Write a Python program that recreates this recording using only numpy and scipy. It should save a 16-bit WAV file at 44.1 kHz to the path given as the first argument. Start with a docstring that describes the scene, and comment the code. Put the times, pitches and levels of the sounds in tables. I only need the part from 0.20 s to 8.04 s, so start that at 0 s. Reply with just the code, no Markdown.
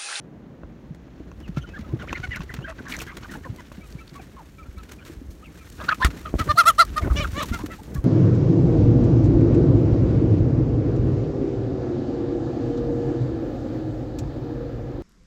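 """Hens from coop to lawn

Hens leave a wooden coop onto a lawn: short gliding clucks and peeps, claws and a hatch ringing the boards.
Wing beats and feathers are bursts of grainy noise; from 5.6 s the flock takes fright and squawks close by,
built from syrinx partials and a beak resonance, while air blasts from wings thump on the microphone.
Below lie light wind and low buffeting, shaped noise, with more of the low buffeting in the first second."""
import sys
import numpy as np
from scipy import signal
from scipy.fft import rfft, irfft, next_fast_len
from scipy.io import wavfile

SR = 44100
rng = np.random.default_rng(int(sys.argv[2]) if len(sys.argv) > 2 else 0)


def to_wav(s):
    """Save 16-bit WAV."""
    ch = np.atleast_2d(s).T  # columns
    pcm = np.round(np.clip(ch, -1, 1) * 32767)  # PCM
    wavfile.write(sys.argv[1], SR, pcm.astype(np.int16))


N = 345832

# near squawks: (t/s, length/s, crest place as share of length, crest f/Hz, pitch arch as share,
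#  crest level/dB, hoarseness 0-1, first partial/dB, third partial/dB, treble/dB,
#  beak resonance f/Hz, beak lift/dB, tilt/dB per octave); partials and treble are relative to the second
SQUAWK_CALLS = [(2.026, 0.039, 0.43, 754, 0.084, -29.5, 0.25, -12, -4, -15, 2950, 7, 2),
                (2.471, 0.065, 0.34, 671, 0.11, -45, 0.43, 6.5, -1, -1.5, 2520, 13, 4.5),
                (5.596, 0.034, 0.46, 627, 0.12, -40, 0.7, -1, -14, -7, 3800, 19, 0),
                (5.68, 0.03, 0.4, 654, 0.064, -20.5, 0.81, -35, -28, -12.5, 4070, 12, -15),
                (5.704, 0.036, 0.62, 639, 0.053, -17.5, 0.51, -24, -23, -14, 2440, 14, 0),
                (5.795, 0.05, 0.81, 520.4, 0.052, -21, 0.48, -44, -20, -15.5, 4150, 15, 5),
                (5.841, 0.041, 0.17, 685, 0.22, -22.5, 0.44, -21, -3.5, -7.5, 4380, 13, -7),
                (6.05, 0.046, 0.2, 650, 0.13, -32, 0.46, -12, -15, -14.5, 2600, -1, -14),
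                (6.183, 0.053, 0.47, 656, 0.1, -24, 0.1, -20, -12.5, -25, 2400, 8, -2),
                (6.281, 0.047, 0.6, 602, 0.05, -15, 0.13, -14, -13, -17, 4300, 16, 6.5),
                (6.37, 0.058, 0.43, 700, 0.15, -7, 0.16, -23, -18.5, -13.5, 4570, 11, 8.5),
                (6.45, 0.065, 0.57, 683, 0.16, -9.5, 0.18, -20, -17.5, -12.5, 3350, 5.5, 11),
                (6.579, 0.059, 0.45, 692.4, 0.17, -8, 0.18, -19, -15, -11.5, 4340, 18.5, 11),
                (6.757, 0.05, 0.45, 617.6, 0.04, -20, 0.37, -17.5, -13, -14.5, 4460, 10, 7),
                (6.955, 0.068, 0.33, 589, 0.083, -37.5, 0.09, 2.5, -2, 9.5, 6050, 14, -7),
                (6.992, 0.063, 0.23, 615, 0.14, -33.5, 0.05, 0.5, -9, 3.5, 7100, 15, -10),
                (7.139, 0.084, 0.71, 593.5, 0.14, -32, 0.2, -6, -7, -3.5, 7000, 10, -3.5),
                (7.198, 0.058, 0.28, 632, 0.31, -28, 0.3, -7.5, -28, -6, 3560, 12, -2),
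                (7.318, 0.062, 0.36, 706, 0.086, -31.5, 0.22, -18, -10, -17, 2800, 11, -6),
                (7.496, 0.066, 0.38, 671, 0.067, -41, 0.2, -21, -11, -11, 2650, 15, -11)]
# throat and beak colour of the upper partials: (f/Hz, level/dB)
BEAK_SPECTRUM = [(2000, 16), (3500, 11), (4600, 3), (5600, 1.5), (8000, -6.5), (11000, -10), (15000, -28)]
# small clucks and peeps: (t/s, nominal length/s, f/Hz, glide/Hz, level/dB, overtone/dB, hoarseness from 0)
CLUCK_CALLS = [(1.231, 0.039, 2780, -500, -51, -24, 0.2), (1.364, 0.031, 1360, 80, -39, -15, 0.16),
               (1.409, 0.031, 3080, 28, -49, -10, 0.37), (1.44, 0.014, 1406, -39, -39, -26, 0),
               (1.462, .03, 3020, -40, -51, -24, 0.15), (1.49, 0.053, 2580, 20, -54, -24, 0.1),
               (1.538, 0.025, 1570, -130, -35.5, -28, 0.08), (1.561, 0.015, 1710, 0, -35, -20, 0),
               (1.578, 0.0054, 1240, -200, -40, -24, 0.3), (1.643, 0.019, 1270, 0, -46.5, -24, 0),
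               (1.697, 0.03, 1024, -20, -49, -24, 0), (1.793, 0.056, 1400, -600, -39, -11, 0.5),
               (1.825, 0.021, 590, -52, -39.5, -24, 0.2), (1.897, 0.018, 1690, -100, -35, -24, 0.3),
               (1.876, 0.02, 2210, 1700, -38, -24, 0.3), (1.888, 0.011, 2500, -1500, -34, -20, 0.4),
               (1.948, 0.032, 1980, -220, -28.5, -20, 0.35), (1.955, 0.038, 1400, -100, -41, -11, 0.15),
               (2.108, 0.035, 2830, -200, -41, -32, 0.2), (2.112, 0.034, 1885, -300, -29, -38, 0.24),
               (2.133, 0.012, 3000, -1200, -45, -30, 0.2), (2.146, .017, 2230, -200, -29.5, -30, .4),
               (2.159, 0.025, 1513, -100, -34.5, -29, 0.5), (2.292, 0.014, 1766, -600, -35, -30, 0.24),
               (2.303, 0.021, 1970, -18, -35.5, -32, 0.2), (2.308, 0.013, 1030, -50, -47, -24, 0.1),
               (2.423, 0.031, 3000, 410, -44.5, -29, .15), (2.444, 0.018, 1560, -20, -31, -26, 0.04),
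               (2.464, 0.06, 1560, -520, -41, -29, 1.02), (2.585, 0.017, 1535, -110, -35.5, -36, 0.24),
               (2.655, 0.043, 1090, -100, -40.5, -29, 0.3), (2.661, 0.046, 1640, 0, -39.5, -27, 0.6),
               (2.708, 0.054, 1884, -300, -37, -13, 1.17), (2.798, 0.022, 2540, -300, -38, -26, 0.88),
               (2.871, 0.034, 1603, -2, -38.5, -13, 0.48), (2.891, 0.033, 2110, 0, -43.5, -22, 0.65),
               (2.902, 0.035, 1170, -200, -44, -21, 0.6), (3.022, 0.015, 1470, 508, -45, -24, 0.1),
               (3.046, 0.0062, 1480, -100, -34, -22, 0.3), (3.051, 0.01, 1164, 0, -36.5, -22, 0.35),
               (3.093, 0.017, 1850, 2, -37, -24, 0.3), (3.112, 0.044, 1497, -150, -39, -13, 0.64),
               (3.153, 0.0082, 846, -70, -35.5, -5, 0), (3.244, 0.0093, 1760, -140, -37, -32, 0.15),
               (3.252, 0.024, 517, -67, -39.5, 3.5, 0.2), (3.386, 0.021, 980, -100, -43, -1.5, 0),
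               (3.609, .022, 2295, 30, -47.5, -24, 0.1), (3.624, 0.036, 1266, -50, -53, -4, 0.03),
               (3.786, 0.018, 2290, -20, -45, -22, 0.15), (3.803, 0.027, 1320, -30, -46, -7, 0.03),
               (3.954, 0.029, 1113, 0, -40, -16, 0.14), (3.984, 0.022, 768, -110, -43.5, -9, 0.4),
               (3.985, 0.027, 2480, -330, -50, -24, 0.2), (4.171, 0.048, 952, -320, -41, -19, 0.32),
               (4.383, 0.014, 2320, -40, -47, -26, .02), (4.386, 0.039, 1290, -60, -44, -22, 0.07),
               (4.429, 0.011, 2350, 0, -48, -22, 0.2), (4.456, .021, 1360, 20, -49.5, -24, .15),
               (4.567, .017, 2280, 10, -52, -24, .07), (4.577, 0.035, 1300, -12, -44, -15, 0.25),
               (4.581, 0.013, 4100, 300, -51.5, -24, 0.6), (4.787, 0.019, 2380, -150, -48, -24, 0.2),
               (4.8, .036, 1480, 122, -48, -7.5, 0.42), (5.226, 0.017, 1250, 100, -44.5, -18, 0),
               (5.241, 0.04, 2540, -680, -46.5, -28, 0.3), (5.386, 0.055, 2370, -130, -55, -24, 0.3),
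               (5.411, .019, 1310, -20, -50, -24, .02), (5.59, 0.034, 1600, 150, -39.5, -24, 0.1),
               (5.613, 0.031, 1240, 100, -35, -28, 0.6), (5.668, .018, 1440, 150, -38, -24, 0.3),
               (5.688, 0.015, 1555, -130, -20, -33, 0.14), (5.702, 0.022, 1704, -160, -26, -23, 0.72),
               (5.819, 0.026, 1695, 402, -18.5, -16, 0.25), (6.275, 0.015, 1285, -110, -35, -25, 1.01),
               (6.355, .03, 666, -110, -32.5, -22, 0.2), (6.363, 0.01, 4150, -400, -32, -35, 0.3),
               (6.432, 0.021, 1250, -5, -26.5, -21, 0.26), (6.81, 0.026, 654, -100, -34, -24, 0.2),
               (6.824, 0.017, 2150, 30, -37, -24, 0.26), (6.835, 0.026, 1460, -90, -32.5, -27, .35),
               (6.87, 0.012, 1230, 150, -39, -26, 0.3), (6.902, 0.023, 1233, -100, -30, -35, 0.35),
               (7.041, 0.015, 1390, -92, -22, -23, 0.44), (7.18, 0.022, 1830, 0, -33, -24, 0.1),
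               (7.328, 0.034, 2062, -130, -45, -24, .02), (7.383, 0.041, 984, 140, -39, -24, 0.44),
               (7.503, 0.034, 1905, -320, -42, -24, 0.4), (7.588, 0.018, 853, 110, -40.5, -24, 0.14),
               (7.753, 0.021, 1647, -20, -43.5, -24, 0.4), (7.761, 0.031, 1116, -20, -40, -18, 0.15)]
# wing beats and feather rustles: (t/s, time scale/s, hiss level/dB, swish over hiss/dB)
WING_BEATS = [(0.746, 0.0094, -58, 11), (1.201, 0.0066, -54, 11.5), (1.277, 0.011, -60, 18.5),
              (1.363, 0.023, -54, 20), (1.487, 0.0097, -59, 20), (1.609, .005, -55, 13),
              (1.585, 0.015, -55, 17.5), (1.821, 0.013, -54.5, 15.5), (1.923, 0.011, -46, 15.5),
              (2, 0.0073, -61, 15), (2.084, 0.0055, -73, 11), (2.159, 0.0044, -39, 7.5),
              (2.165, 0.0088, -54, 25), (2.232, 0.0085, -47, 9), (2.337, 0.017, -48, 12.5),
              (2.677, 0.094, -46.5, 9), (2.694, 0.033, -45, -7), (2.77, 0.0052, -52, 3),
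              (2.787, 0.0077, -46.5, 6), (2.799, 0.027, -39.5, 4.5), (2.865, 0.014, -51, 9),
              (2.967, 0.014, -45, 9), (3.105, 0.052, -45.5, 0.5), (3.36, 0.0071, -46, -4),
              (3.393, 0.017, -59, 17), (3.518, 0.012, -52, 6.5), (3.626, 0.18, -58.5, -14),
              (3.932, 0.039, -52, 10.5), (4.011, 0.036, -55.5, 10), (4.579, 0.012, -51.5, -3),
              (4.629, 0.027, -55, 10.5), (4.685, 0.025, -55.5, 11.5), (4.711, 0.024, -46, 6.5),
              (4.848, 0.071, -49, 8), (5.1, 0.04, -51, -7), (5.5, 0.0028, -35, -30),
              (5.512, 0.063, -53, -23), (5.641, 0.025, -58, 20), (5.742, 0.019, -45, 8),
              (5.845, 0.018, -27, 5), (5.9, 0.02, -55, 18.5), (5.961, 0.064, -52, 11),
              (6.182, 0.042, -41.5, 13.5), (6.239, 0.013, -42, -10), (6.436, 0.011, -46, 8),
              (6.649, 0.0071, -44, -14), (7.115, 0.011, -48, -4), (7.224, 0.014, -32, 4),
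              (7.255, 0.015, -39, -15), (7.283, 0.023, -45, 9), (7.332, 0.023, -39.5, 10.5),
              (7.386, 0.025, -47.5, 8), (7.46, 0.0079, -36.5, 6.5), (7.515, 0.033, -51.5, 12),
              (7.623, 0.056, -53, -4), (7.738, 0.038, -46, -6)]
# claws and hatch on boards: (t/s, level/dB, dullness/dB per octave)
BOARD_KNOCKS = [(0.434, -34, 7.5), (1.116, -40, -3.5), (1.371, -29.5, 9), (1.929, -20, -3),
                (2.206, -32.5, -5.5), (2.39, -33, 0), (3.517, -35, 4), (5.602, -34, -4),
                (6.14, -27.5, 13.5), (6.154, -35.5, 13.5), (6.879, -27.5, 10)]
# resonances of the boards: (f/Hz, level/dB, fall by 60 dB/s)
BOARD_MODES = [(346, -3.5, 0.0087), (580, -6, 0.018), (1110, -7.5, 0.023), (1390, -1.5, 0.0076),
               (2630, -10.5, 0.013), (3840, -38, 0.0074), (6100, -19.5, 0.0043)]
# ticks of claws and dry stalks: (t/s, level of first click/dB, f/Hz)
STALK_TICKS = [(2.6823, -37, 5750), (2.7204, -26, 3100), (2.7657, -29, 6450), (2.79, -31, 5840),
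               (3.4694, -48, 3690), (3.7239, -40, 5020), (3.876, -40, 4110), (3.893, -41, 4520),
               (7.0464, -37, 3410)]
# low thumps of landings and wing blasts: (t/s, level/dB, f/Hz)
LOW_THUMPS = [(0.432, -30.5, 65), (0.704, -26, 154), (1.002, -29, 296), (1.288, -22, 170),
              (1.368, -16.5, 139), (1.589, -25, 210), (1.728, -16, 124), (1.735, -21, 333),
              (1.991, -23, 114), (2.079, -23, 88.5), (2.194, -25, 169), (2.381, -22, 133),
              (3.291, -22, 107), (3.322, -28.5, 171), (3.577, -28.5, 181), (3.747, -26.5, 150),
              (4.475, -29.5, 63.7), (4.56, -31, 60.3), (4.896, -29.5, 330), (4.96, -29.5, 64),
              (5.013, -31, 265), (5.076, -28.5, 64.4), (5.836, -7.5, 60.5), (6.138, -13.5, 60),
              (6.197, -16.5, 82), (6.282, -16, 81), (6.334, -23.5, 126), (6.817, -15.5, 75),
              (6.846, -23, 80.6), (6.895, -9, 61.4), (6.971, -29, 117), (6.992, -22, 141),
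              (7.016, -24, 101), (7.121, -19, 76), (7.299, -17, 67), (7.311, -19.5, 223), (7.437, -21, 296),
              (7.75, -18.5, 135.5), (7.771, -17.5, 57)]
# course of the background: (t/s, wind level/dB, flock shuffle level/dB)
BACKGROUND_LEVELS = [(0.0, -50.5, -63.5), (1.05, -46.5, -57), (1.35, -41, -54.5), (1.7, -38, -51.5),
                     (1.99, -40.5, -44), (2.44, -41.5, -51.5), (2.84, -43.5, -48), (3.38, -44, -53),
                     (3.5, -46.5, -53.5), (5.17, -45, -59), (5.45, -48.5, -52), (5.7, -39.5, -48),
                     (6.01, -39.5, -51.5), (6.18, -35.5, -49.5), (6.4, -45, -44), (6.66, -36, -51.5),
                     (6.94, -25, -45.5), (7.29, -37.5, -46), (7.55, -36.5, -50), (7.84, -35.5, -60.5)]
# feet and feathers come close on the lawn: (t/s, rustle over shuffle/dB)
LAWN_RUSTLE = [(1.3, -25), (3.5, -9.5), (5.6, -6)]
# start and end of the easing of the extra buffeting: (t/s, t/s)
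BUFFETING_EASES_S = (0.27, 1.42)
# colour of wind on the microphone: (f/Hz, level/dB)
WIND_SPECTRUM = [(20, -51), (35, 5), (45, 17), (65, 18), (100, 10), (200, -41.5)]
# colour of the low buffeting that rises with the wind: (f/Hz, level/dB)
BUFFETING_SPECTRUM = [(50, -41), (120, 2), (200, 0.5), (320, -2.5), (420, -9.5), (550, -12), (900, -21.5),
                      (2000, -30.5), (5000, -58)]
# colour of the flock's shuffle and the wing swish: (f/Hz, level/dB)
SHUFFLE_SPECTRUM = [(300, 10), (700, -5.5), (1500, 2), (2500, -3.5), (4000, -8.5), (7000, -15),
                    (10000, -56)]
# colour of feather hiss and grass rustle: (f/Hz, level/dB)
HISS_SPECTRUM = [(1500, -3.5), (4000, 3.5), (6500, 3.5), (10500, -2), (12500, -1), (16000, -5)]
# returns from ground and coop walls: (delay/s, level/dB)
WALL_ECHOES = [(0.009, -19.5), (.023, -27.5)]
# dips in the microphone's response: (f/Hz, width/Hz, share removed)
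MICROPHONE_DIPS = [(4920, 460, 0.37), (10500, 290, 0.56)]

CUTOFF_HZ = 15800   # top of the microphone's band
# squawks
RASP, HOARSE_RASP = 0.24, 0.9   # noise riding on the upper partials: share in a clear call, extra in a hoarse one
EFFORT = 0.068   # gain of the upper partials in dB for each dB of swell
POINTED = 1.676   # the pitch crest is sharper than the swell by this power
SWELL_S, SAG_PER_S = 0.081, 0.45   # short calls are peaked, long ones hold; pitch share lost per second
BEAK_WIDTH = 0.14   # share of the resonance's pitch
DARKEN = 0.089   # dB per octave lost for each dB under the crest
# clucks
CLUCK_ARCH, ARCH_FROM_DB = 0.0054, -54   # share of pitch bowed upward per dB above this level
# contacts and thumps
STRIKE_SPREAD_DB = 2.5
CONTACT_CYCLES = 0.41   # a contact lasts about this many cycles of each mode
TICK_CYCLES = 13   # cycles to fall by 60 dB
# ring at 100 Hz and -11.5 dB; high and loud thumps ring more cycles
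RING_CYCLES, CYCLES_PER_OCTAVE, CYCLES_PER_DB = 9.6, 9.1, 0.53
# buffeting level when wind is at -41 dB; share of the wind's swing it follows; extra at the start
BUFFETING_DB, BUFFETING_FOLLOWS, EARLY_BUFFETING_DB = -44.5, 0.82, 8.5


def amp(db):
    """Decibels to gain."""
    return 10 ** (np.asarray(db) / 20)


def rms_one(x):
    """Scale to unit rms."""
    return x / np.sqrt(np.mean(x ** 2) + 1e-20)


def at_hz(points, hz):
    """Read a spectrum table on a log-frequency axis."""
    table = np.array(points)
    return np.interp(np.log(hz), np.log(table[:, 0]), table[:, 1])


def drift(rate_hz, size=N):
    """Low-passed chance that wanders on the scale of rate_hz; rms 1."""
    r = np.exp(-2 * np.pi * rate_hz / SR)
    settle = 20000   # samples thrown away while the filter settles
    white = rng.standard_normal(size + settle)
    return rms_one(signal.lfilter([1], [1, -2 * r, r * r], white)[settle:])


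def noise(spectrum, grain_db=0., per_s=4000.):
    """Steady noise plus random grains of uneven size, coloured by a spectrum; rms 1."""
    white = rng.standard_normal(N)
    hits = rng.random(N) < per_s / SR
    sizes = amp(grain_db * rng.exponential(1, N).clip(0, 4))
    white = white + hits * sizes * rng.choice([-1, 1], N)
    size = next_fast_len(N)
    hz = np.arange(size // 2 + 1) * SR / size + 1
    return rms_one(irfft(rfft(white, size) * amp(at_hz(spectrum, hz)), size)[:N])


def ring(x, hz, t60):
    """A damped resonance: a unit click sets a sine of height 1 ringing."""
    r, w = amp(-60 / (t60 * SR)), 2 * np.pi * hz / SR
    return signal.lfilter([0, np.sin(w)], [1, -2 * r * np.cos(w), r * r], x + 1e-18)


def add(out, s, sound):
    """Mix a sound in at time s."""
    i = round(s * SR)
    out[i:i + len(sound)] += sound[:N - i]


def squawks():
    """Syrinx partials through throat and beak; pitch arches with the swell, hoarse calls wobble and rasp."""
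    out = np.zeros(N)
    k = np.arange(4, 26)[:, None]   # numbers of the upper partials
    for (s, length, crest, crest_hz, arch, crest_db, hoarse, first_db, third_db, treble_db,
         beak_hz, lift_db, tilt_db) in SQUAWK_CALLS:
        t = np.arange(0, length, 1 / SR)
        progress = np.interp(t / length, [0, np.clip(crest, 0.05, 0.95), 1], [0, 0.5, 1])
        push = np.sin(np.pi * progress)
        under_db = SWELL_S / length * 20 * np.log10(push + 0.001)   # level relative to the crest

        # the pitch also sags as breath runs out
        pitch = crest_hz * (1 - arch * (1 - push ** POINTED) - SAG_PER_S * (t - crest * length))
        wobble = 1 + 0.13 * hoarse ** 1.7 * drift(280, len(t))
        phase = 2 * np.pi * np.cumsum(pitch * wobble) / SR

        hz = k * pitch
        lift = lift_db / (1 + ((hz - beak_hz) / (BEAK_WIDTH * beak_hz)) ** 2)
        tilt = (tilt_db + DARKEN * under_db) * np.log2(hz / 3000)
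        # each upper partial swells on its own
        swell_turns = rng.random(k.shape) + rng.uniform(8.9, 21.7, k.shape) * t
        swell_db = 5.8 * np.sin(2 * np.pi * swell_turns)
        gains = amp(at_hz(BEAK_SPECTRUM, hz) + lift + tilt + swell_db) * (hz < CUTOFF_HZ)
        treble = np.sum(gains * np.sin(k * phase + 0.129 * k * k), axis=0)
        treble = treble / np.sqrt(np.sum(gains ** 2, axis=0))

        rasp = RASP + HOARSE_RASP * hoarse
        upper = amp(treble_db) * treble + amp(third_db) * np.sin(3 * phase)
        upper *= amp(EFFORT * under_db) * (1 + rasp * drift(930, len(t))) / np.sqrt(1 + rasp ** 2)
        voice = np.sin(2 * phase) + amp(first_db) * np.sin(phase) + upper
        level_db = crest_db + under_db + 5.7 * hoarse * drift(162, len(t))
        add(out, s, np.sqrt(2) * amp(level_db) * voice)
    return out


def clucks():
    """A gliding tone with its overtones under a rounded envelope; hoarse ones break up into grit."""
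    out = np.zeros(N)
    for s, length, hz, glide, level_db, overtone_db, hoarse in CLUCK_CALLS:
        u = np.linspace(0, 1, round(1.3 * length * SR))
        arch = CLUCK_ARCH * min(level_db - ARCH_FROM_DB, 25) * (np.sin(np.pi * u) - 0.7)
        pitch = hz * (1 + arch) + glide * np.clip((u - 0.5) / 0.633, -0.5, 0.5)
        wobble = 1 + 0.12 * hoarse ** 2 * drift(166, len(u))
        phase = 2 * np.pi * np.cumsum(pitch * wobble) / SR
        tone = np.sin(phase) + amp(overtone_db) * (np.sin(2 * phase) + 0.25 * np.sin(3 * phase))
        grit = (1 + 2.0 * hoarse * drift(316, len(u))) / np.sqrt(1 + hoarse)
        envelope = np.abs(np.sin(np.pi * u)) ** 0.6
        add(out, s - 0.14 * length, amp(level_db) * envelope * tone * grit)
    return out


def wings():
    """Each beat: grainy feather hiss and a duller swish, rising fast and fading."""
    hiss, swish = np.zeros(N), np.zeros(N)
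    for s, length, hiss_db, swish_db in WING_BEATS:
        u = np.arange(0, 3, 1 / (length * SR))
        shape = np.minimum(u / 0.22, 1) * np.exp(-(u / 0.91) ** 1.41)
        add(hiss, s, amp(hiss_db) * shape)
        add(swish, s, amp(hiss_db + swish_db) * shape)
    flutter = amp(3.4 * drift(97))
    feathers = hiss * noise(HISS_SPECTRUM, grain_db=-12.0)
    return flutter * (feathers + swish * noise(SHUFFLE_SPECTRUM, grain_db=1.5))


def knocks():
    """Each contact strikes every board mode with its own strength; dull contacts excite high modes less."""
    s, level_db, dull_db = np.transpose(BOARD_KNOCKS)
    strength_db = rng.normal(0, STRIKE_SPREAD_DB, (len(s), len(BOARD_MODES)))
    out = np.zeros(N)
    for k, (hz, mode_db, t60) in enumerate(BOARD_MODES):
        clicks = np.zeros(N)
        strike_db = level_db + mode_db - dull_db * np.log2(hz / 1000) + strength_db[:, k]
        clicks[np.round(s * SR).astype(int)] = amp(strike_db)
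        push = np.hanning(round(CONTACT_CYCLES * SR / hz) + 3)
        out += ring(signal.lfilter(2 * push / push.sum(), [1], clicks), hz, t60)
    return out


def ticks():
    """Each tick is a quick run of four growing clicks ringing a few cycles at its own pitch."""
    out = np.zeros(N)
    for s, level_db, hz in STALK_TICKS:
        clicks = np.zeros(700)
        places = np.cumsum([0, *rng.integers(15, 90, size=3)])
        clicks[places] = amp(level_db) * 1.25 ** np.arange(4)
        add(out, s, ring(clicks, hz, TICK_CYCLES / hz))
    return out


def thumps():
    """The pressure builds for about half a cycle, swings once hard, then rings out."""
    out = np.zeros(N)
    for s, level_db, hz in LOW_THUMPS:
        cycles = RING_CYCLES + CYCLES_PER_OCTAVE * np.log2(hz / 100) + CYCLES_PER_DB * (level_db + 11.5)
        cycles = max(cycles, 1)
        u = np.arange(-0.5, 1.5 * cycles + 1, hz / SR)   # time in cycles
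        build = np.sin(np.pi / 2 * np.clip((u + 0.5) / 0.88, 0, 1)) ** 8.1
        decay = amp(-60 * np.maximum(u - 0.9, 0) / cycles)
        add(out, s, -amp(level_db) * build * decay * np.sin(2 * np.pi * u))
    return out


def background():
    """Lumpy wind, low buffeting that follows the wind, flock shuffle, crackling grass: four shaped noises."""
    t = np.arange(N) / SR
    s, wind_points, shuffle_points = np.transpose(BACKGROUND_LEVELS)
    wind_db = np.interp(t, s, wind_points)
    shuffle_db = np.interp(t, s, shuffle_points)
    early_db = np.interp(t, BUFFETING_EASES_S, [EARLY_BUFFETING_DB, 0])
    buffeting_db = BUFFETING_DB + BUFFETING_FOLLOWS * (wind_db + 41.0) + early_db
    rustle_db = shuffle_db + np.interp(t, *np.transpose(LAWN_RUSTLE))

    busy = np.clip((shuffle_db + 61) / 12, 0.15, 1)   # a louder flock: lumpier buffeting, shuffle and rustle
    stir_db = 2.0 * busy * drift(27.0)   # one movement raises shuffle and rustle together
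    wind = amp(wind_db + 1.4 * drift(8.2) + 1.6 * drift(1.2)) * noise(WIND_SPECTRUM)
    buffeting = amp(buffeting_db + 5.5 * busy * drift(21.2)) * noise(BUFFETING_SPECTRUM)
    shuffle = amp(shuffle_db + stir_db + 4.7 * busy * drift(55))
    shuffle = shuffle * noise(SHUFFLE_SPECTRUM, grain_db=3.5, per_s=340.0)
    rustle = amp(rustle_db + stir_db + 2.0 * drift(89))
    rustle = rustle * noise(HISS_SPECTRUM, grain_db=4.5, per_s=780.0)
    return wind + buffeting + shuffle + rustle


def scene():
    """Birds and boards with two dull echoes, over thumps and background."""
    near = squawks() + clucks() + wings() + knocks() + ticks()
    dull = signal.sosfilt(signal.butter(1, 3500, fs=SR, output="sos"), near)
    out = near + thumps() + background()
    for delay_s, db in WALL_ECHOES:
        add(out, delay_s, amp(db) * dull)
    return out[None]


def record(dry):
    """The microphone cuts the lowest bass and the top, dips in two bands and slightly rounds the peaks."""
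    x = signal.sosfilt(signal.butter(2, 28, "high", fs=SR, output="sos"), dry)
    for hz, width_hz, share in MICROPHONE_DIPS:
        x = x - share * signal.lfilter(*signal.iirpeak(hz, hz / width_hz, fs=SR), x)
    x = 1.3 * np.tanh(x / 1.3)
    return signal.sosfilt(signal.ellip(12, 0.5, 70, CUTOFF_HZ, fs=SR, output="sos"), x)


dry = scene()
out = record(dry)
to_wav(out)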